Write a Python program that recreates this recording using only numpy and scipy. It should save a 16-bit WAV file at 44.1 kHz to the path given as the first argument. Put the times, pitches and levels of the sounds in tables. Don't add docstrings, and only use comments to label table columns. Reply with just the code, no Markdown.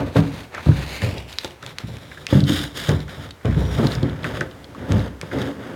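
import sys
import numpy as np
from scipy import signal
from scipy.fft import rfft, irfft, next_fast_len
from scipy.io import wavfile
from scipy.ndimage import map_coordinates

SR = 44100
rng = np.random.default_rng(int(sys.argv[2]) if len(sys.argv) > 2 else 0)


def put_to_file(sound):
    columns = np.atleast_2d(sound).T
    safe = np.clip(columns, -1, 1)
    whole_steps = np.round(safe * 32767)
    wavfile.write(sys.argv[1], SR, whole_steps.astype(np.int16))


def attenuation_scalar(level_db):
    decades = np.asarray(level_db, float) / 20
    return 10 ** decades


N = 253575

# hz, level_db
AIR_SPECTRUM = [(15, -49), (25, 14.5), (293, -8.5), (384, -5.5), (1130, -12), (1330, -13.5), (16000, -34)]
AIR_DB = -44

# hz, t60_s
WALL_DECAY = [(300, 0.47), (2000, 0.29), (10000, 0.02)]

# start_s, length_s, from_hz, to_hz, level_db
SQUEAKS = [(.87, .24, 2080, 2400, -41), (.84, .17, 2850, 3000, -46), (1.1, .22, 2900, 2750, -52),
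           (3.57, .22, 5780, 5700, -53)]
SQUEAK_WIDTH_HZ = 350

# start_s, peak_db, ring_hz, crack_db (relative to the ring)
TICKS = [(0.5485, -20.5, 1480, 2), (0.5781, -20.5, 1430, -18), (0.717, -25, 1470, -23),
         (1.0195, -16.5, 2250, 4), (1.1812, -23.5, 3780, -23), (1.3274, -27, 3920, -18),
         (1.3858, -4, 4050, 7.5), (1.4465, -13, 3220, 10), (1.508, -28, 2860, 4.5),
         (1.6277, -22, 1390, 4.5), (1.6638, -18, 3750, 6), (1.7848, -11.5, 4530, 9),
         (1.9693, -24.5, 2330, 13), (2.1155, -27, 1740, -21), (2.173, -30, 1650, -13),
         (2.2677, -8.5, 2170, 12), (2.287, -26.5, 2600, -10), (2.405, -16, 3600, 4),
         (2.4392, -20.5, 3980, -17), (2.7801, -24, 3900, 14), (2.8921, -9, 1760, 5),
         (3.0033, -26.5, 3650, 3), (3.081, -31, 1480, -6), (3.3082, -23.5, 3620, 2),
         (3.4556, -26, 3000, -1), (3.869, -14.5, 4070, -22), (3.9193, -18, 3500, -21),
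         (3.952, -21.5, 4800, -2), (4.029, -24.5, 3500, -15), (4.096, -30, 3400, -21),
         (4.232, -28.5, 3570, -18), (4.2437, -12.5, 1620, -8), (4.409, -11, 1560, -6),
         (4.5122, -32.5, 3400, -18), (4.6432, -29.5, 3470, -31), (4.748, -28, 1180, -7),
         (4.921, -11.5, 3670, 20), (4.994, -26, 3900, -8), (5.2138, -13, 2130, 13),
         (5.3145, -22.5, 1580, -22), (5.4173, -20, 3600, 6)]
TICK_CYCLES = 62

# start_s, length_s, hiss_db, treble_db (relative to the hiss),
# drum_db (drumming of the planks)
STROKES = [(0, 0.0057, -40.5, -7, -18.5), (0.066, 0.065, -51, 1.5, -47),
           (0.168, 0.0099, -34.5, -0.5, -21.5), (0.234, 0.039, -47, 1, -34),
           (0.339, 0.065, -43.5, 0.5, -37), (0.551, 0.037, -34, -13.5, -39), (0.627, 0.23, -45.5, 2.5, -45),
           (.77, 0.069, -37.5, -4.5, -32), (0.88, 0.16, -38.5, 2, -61), (1.031, 0.067, -36.5, 0, -28),
           (1.151, 0.042, -43, -0.5, -33.5), (1.292, 0.041, -48, 5, -58), (1.391, 0.079, -50, 8.5, -62),
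           (1.635, 0.066, -46.5, -2, -41), (1.797, 0.018, -46, -2, -52), (1.88, 0.0073, -54.5, 11, -58),
           (1.936, 0.29, -57, 6, -42.5), (2.307, 0.056, -39.5, 3.5, -30), (2.38, 0.061, -47.5, 3, -51),
           (2.478, 0.16, -39.5, 8, -31.5), (2.764, 0.14, -41, 6.5, -38), (2.917, 0.097, -48.5, 0, -52),
           (3.088, 0.17, -46, -1, -36.5), (3.467, 0.087, -40.5, -10, -41), (3.585, 0.29, -45.5, 3.5, -27),
           (3.786, 0.067, -41, 2.5, -21), (3.911, 0.04, -36.5, -3.5, -37), (4.02, 0.19, -43, -14, -33),
           (4.244, 0.17, -39, -5, -28.5), (4.51, 0.41, -59.5, -3, -40.5), (4.782, 0.11, -45.5, -11, -31),
           (4.905, 0.017, -37.5, -3, -19.5), (4.969, 0.076, -40.5, -5.5, -27), (5.23, 0.042, -53, 1, -35),
           (5.333, 0.15, -37, -6.5, -25.5), (5.594, 0.18, -44, -12, -30.5)]
RISE_DB_PER_S, FALL_DB_PER_S = 466, 209
DRUM_FALL_DB_PER_S = 128
FIDGET_DB = -55

# hz, level_db
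HISS_SPECTRUM = [(290, 10.5), (500, 13.5), (769, 16.5), (1560, 13), (2560, 8.5), (3690, -9.5),
                 (7000, -16.5), (9100, -120)]
TREBLE_SPECTRUM = [(1800, -4.5), (3700, 5.5), (5000, -4), (5790, -7), (13000, -14), (16000, -20)]

# time_s, delay_ms, share (amplitude relative to the direct sound)
FLOOR_ECHO = [(.7, .45, .15), (1, .42, .5), (1.25, .35, .5), (1.5, .5, .15), (2.4, .565, .65),
              (3.9, .56, .45), (4.3, .58, .5)]

# time_s, level_db
PLANK_LOAD = [(0, -1.5), (4.2, 4), (4.6, -4), (5.5, -14)]

# hz, level_db (relative), t60_s
BOARD_MODES = [(65.2, -9.5, 1), (94.8, -11, 0.56), (115.4, 5.5, 0.095)]
WALL_MODES = [(145.5, 1, 0.13), (158.2, -0.5, 0.18), (195.2, -7, 0.18)]
FRAME_MODES = [(245, 5.4, 0.045), (284.6, 0.62, 0.17)]
KNOCK_MODES = [(363, -7, 0.053), (430, 8.5, 0.013), (520, -8, 0.095), (587, -7.5, 0.035), (690, -9, 0.027),
               (863, -6.5, 0.032), (1150, -1, 0.0058), (1480, -12.5, 0.0096)]

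# start_s, level_db (peak of a group right at the landing place),
# place (0 floorboards, 1 wall, 2 frame), knock_db (relative), contact_s (time constant of the push)
THUDS = [(0.009, -22.5, 2.2, 3, 0.0073), (0.157, -11.5, 1.04, 5.5, 0.0081), (0.185, -6, 0.8, -10, 0.0061),
         (0.66, -7, 0, -15.5, 0.008), (0.686, -2.5, 0.96, -16, 0.0066), (1.018, -15.5, 0.42, -6, 0.021),
         (1.444, -42, 0.28, 23.5, 0.0053), (1.835, -20.5, 0, -28, 0.013), (1.881, -23.5, 0, -10, 0.018),
         (2.326, -3.5, 1.23, -9, 0.0049), (2.347, -4.5, 1, -46, 0.017), (2.416, -12, 0.67, -36, 0.014),
         (2.491, -6.5, 2.5, -30, 0.012), (2.884, -9, 0.8, -5, 0.026), (3.447, -13, 0.76, -2, 0.015),
         (3.477, -10, 0.15, -24, 0.017), (3.561, -10, 0.48, -16, 0.028), (3.785, -14, 2.5, -0.5, 0.016),
         (3.829, -13.5, 1.8, -2, 0.011), (3.949, -16.5, 0.17, -9.5, 0.021),
         (4.023, -9.5, 1.43, -11.5, 0.02), (4.246, -31.5, 0.22, 8.5, 0.017), (4.407, -32.5, 0, 15, 0.016),
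         (4.889, -12, 0.4, -27, 0.031), (4.937, -8.5, 0, -24, 0.022), (5.229, -28.5, 0.77, 5, 0.0038),
         (5.329, -19, 1.2, -0.5, 0.047)]
PLACE_LOSS_DB = 6


def unit(x):
    return x / np.sqrt(np.mean(x ** 2) + 1e-20)


def along(points, hz):
    point_hz, value = np.transpose(points)
    return np.interp(np.log(hz + 1), np.log(point_hz + 1), value)


def filtered(x, response):
    size = next_fast_len(len(x) + SR // 2)
    spectrum = rfft(x, size) * response(np.fft.rfftfreq(size, 1 / SR))
    return irfft(spectrum, size)[:len(x)]


def wobble(rate):
    knots = rng.standard_normal(int(N * rate / SR) + 4)
    return map_coordinates(knots, [np.arange(N) * rate / SR])


def ringing(modes, t, scatter_db, detune):
    hz, db, t60 = np.transpose(modes)[:, :, None]
    chance = rng.standard_normal((2, len(modes), 1))
    decay = attenuation_scalar(db + scatter_db * chance[0] - 60 * t / t60)
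    return (decay * np.sin(2 * np.pi * hz * (1 + detune * chance[1]) * t)).sum(0)


def air():
    hush = unit(filtered(rng.standard_normal(N), lambda hz: attenuation_scalar(along(AIR_SPECTRUM, hz))))
    return attenuation_scalar(AIR_DB) * attenuation_scalar(1.5 * wobble(2.76)) * hush


def walls(x):
    out, step = np.zeros(N + 2 * SR), SR // 4
    for start in range(0, N, step):
        hz, t, noise = signal.stft(rng.standard_normal(SR // 2), SR, nperseg=256)
        decay = attenuation_scalar(-60 * t / along(WALL_DECAY, hz)[:, None])
        tail = signal.istft(noise * decay, SR, nperseg=256)[1]
        wet = signal.fftconvolve(x[start:start + step], tail / np.linalg.norm(tail))
        out[start + round(.008 * SR):][:len(wet)] += wet
    return out[:N]


def squeaks():
    out, t = np.zeros(N), np.arange(N) / SR
    for start, length, from_hz, to_hz, db in SQUEAKS:
        progress = np.clip((t - start) / length, 0, 1)
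        phase = 2 * np.pi * np.cumsum(from_hz + (to_hz - from_hz) * progress) / SR
        band = wobble(SQUEAK_WIDTH_HZ) * np.sin(phase) + wobble(SQUEAK_WIDTH_HZ) * np.cos(phase)
        fade = np.sqrt(np.abs(np.sin(np.pi * progress)))
        out += attenuation_scalar(db) * fade * band
    return out


def ticks():
    out, t = np.zeros(N + SR), np.arange(SR // 10) / SR
    width = .36
    broad = signal.butter(2, [1200, 5500], "bandpass", fs=SR)
    for start, db, ring_hz, crack_db in TICKS:
        def resonance(f):
            loss = 1j * f * width * ring_hz
            return (loss / (ring_hz ** 2 - f ** 2 + loss)) ** 2

        crackle = rng.standard_normal(len(t)) * attenuation_scalar(-60 * t * ring_hz / TICK_CYCLES)
        ring = filtered(crackle, resonance)
        contact = (t == 0) + 0.26 * crackle * attenuation_scalar(-60 * t / 0.0021)
        crack = signal.lfilter(*broad, contact)
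        snap = ring / np.abs(ring).max() + attenuation_scalar(crack_db) * crack / np.abs(crack).max()
        out[round(start * SR):][:len(t)] += attenuation_scalar(db) * snap / np.abs(snap).max()
    return out[:N]


def stroking(level_db, fall_db_per_s):
    t = np.arange(0, N + 64, 64) / SR
    start, length = np.transpose(STROKES)[:2, :, None]
    rise_db = RISE_DB_PER_S * np.maximum(start - t, 0)
    fall_db = fall_db_per_s * np.maximum(t - start - length, 0)
    power = (attenuation_scalar(level_db[:, None] - (rise_db + fall_db)) ** 2).sum(0)
    return np.interp(np.arange(N) / SR, t, np.sqrt(power))


def grit(rate, share):
    catches = (rng.random(N) < rate / SR) * rng.random(N)
    grains = signal.lfilter([1], [1, -np.exp(-1 / (.002 * SR))], catches)
    return unit(rng.standard_normal(N) * (1 + share * grains) * attenuation_scalar(1.52 * wobble(30)))


def hissing():
    hiss_db, treble_db = np.transpose(STROKES)[2:4]
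    echo_s, *columns = np.transpose(FLOOR_ECHO)
    lag_ms, share = (np.interp(np.arange(N) / SR, echo_s, column) for column in columns)
    direct = grit(rate=250, share=1.2)
    lag = lag_ms * (1 + .015 * wobble(6)) * SR / 1000
    echo = map_coordinates(direct, [np.arange(N) - lag], order=3)
    echo = signal.lfilter(*signal.butter(1, 8000, fs=SR), echo)
    combed = (direct + share * echo) / np.hypot(1, share)
    hiss = unit(filtered(combed, lambda hz: attenuation_scalar(along(HISS_SPECTRUM, hz))))
    treble = unit(filtered(combed, lambda hz: attenuation_scalar(along(TREBLE_SPECTRUM, hz))))
    hiss_gain = np.hypot(stroking(hiss_db, FALL_DB_PER_S), attenuation_scalar(FIDGET_DB))
    return hiss_gain * hiss + stroking(hiss_db + treble_db, FALL_DB_PER_S) * treble


def drumming():
    t = np.arange(SR // 2) / SR
    rub = grit(rate=170, share=0.12)
    load = attenuation_scalar(np.interp(np.arange(N) / SR, *np.transpose(PLANK_LOAD)))
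    frame = ringing(FRAME_MODES, t, 0, 0) + attenuation_scalar(5.0) * ringing(KNOCK_MODES, t, 0, 0)
    planks = ringing(BOARD_MODES + WALL_MODES, t, 0, 0)
    drum = unit(signal.fftconvolve(load * rub, planks) + signal.fftconvolve(rub, frame))[:N]
    return stroking(np.transpose(STROKES)[4], DRUM_FALL_DB_PER_S) * drum


def slide():
    return hissing() + drumming()


def thuds():
    out, t = np.zeros(N + SR), np.arange(SR // 2) / SR
    for start, db, place, knock_db, contact in THUDS:
        u = t[:SR // 8] / max(contact, .002)
        push = np.sqrt(u) * np.exp(-u) * rng.standard_normal(len(u))
        share_db = list(-PLACE_LOSS_DB * (np.arange(3) - place) ** 2) + [knock_db]
        for modes, rel_db in zip((BOARD_MODES, WALL_MODES, FRAME_MODES, KNOCK_MODES), share_db):
            ring = signal.fftconvolve(push, ringing(modes, t, scatter_db=2.5, detune=0.012))
            out[round(start * SR):][:len(ring)] += attenuation_scalar(db + rel_db) * ring / np.abs(ring).max()
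    return out[:N]


def scene():
    snaps, blows = ticks(), thuds()
    answer = walls(attenuation_scalar(-18.0) * snaps + attenuation_scalar(-13.5) * blows)
    return (blows + snaps + slide() + squeaks() + answer + air())[None]


def top_cut(x):
    return signal.sosfilt(signal.butter(12, 16810, fs=SR, output="sos"), x)


def record(dry):
    heard = signal.sosfilt(signal.butter(5, 67, "highpass", fs=SR, output="sos"), dry)
    rounded = heard / (1 + np.abs(heard) ** 6) ** (1 / 6)
    return top_cut(rounded)


dry = scene()
out = record(dry)
put_to_file(out)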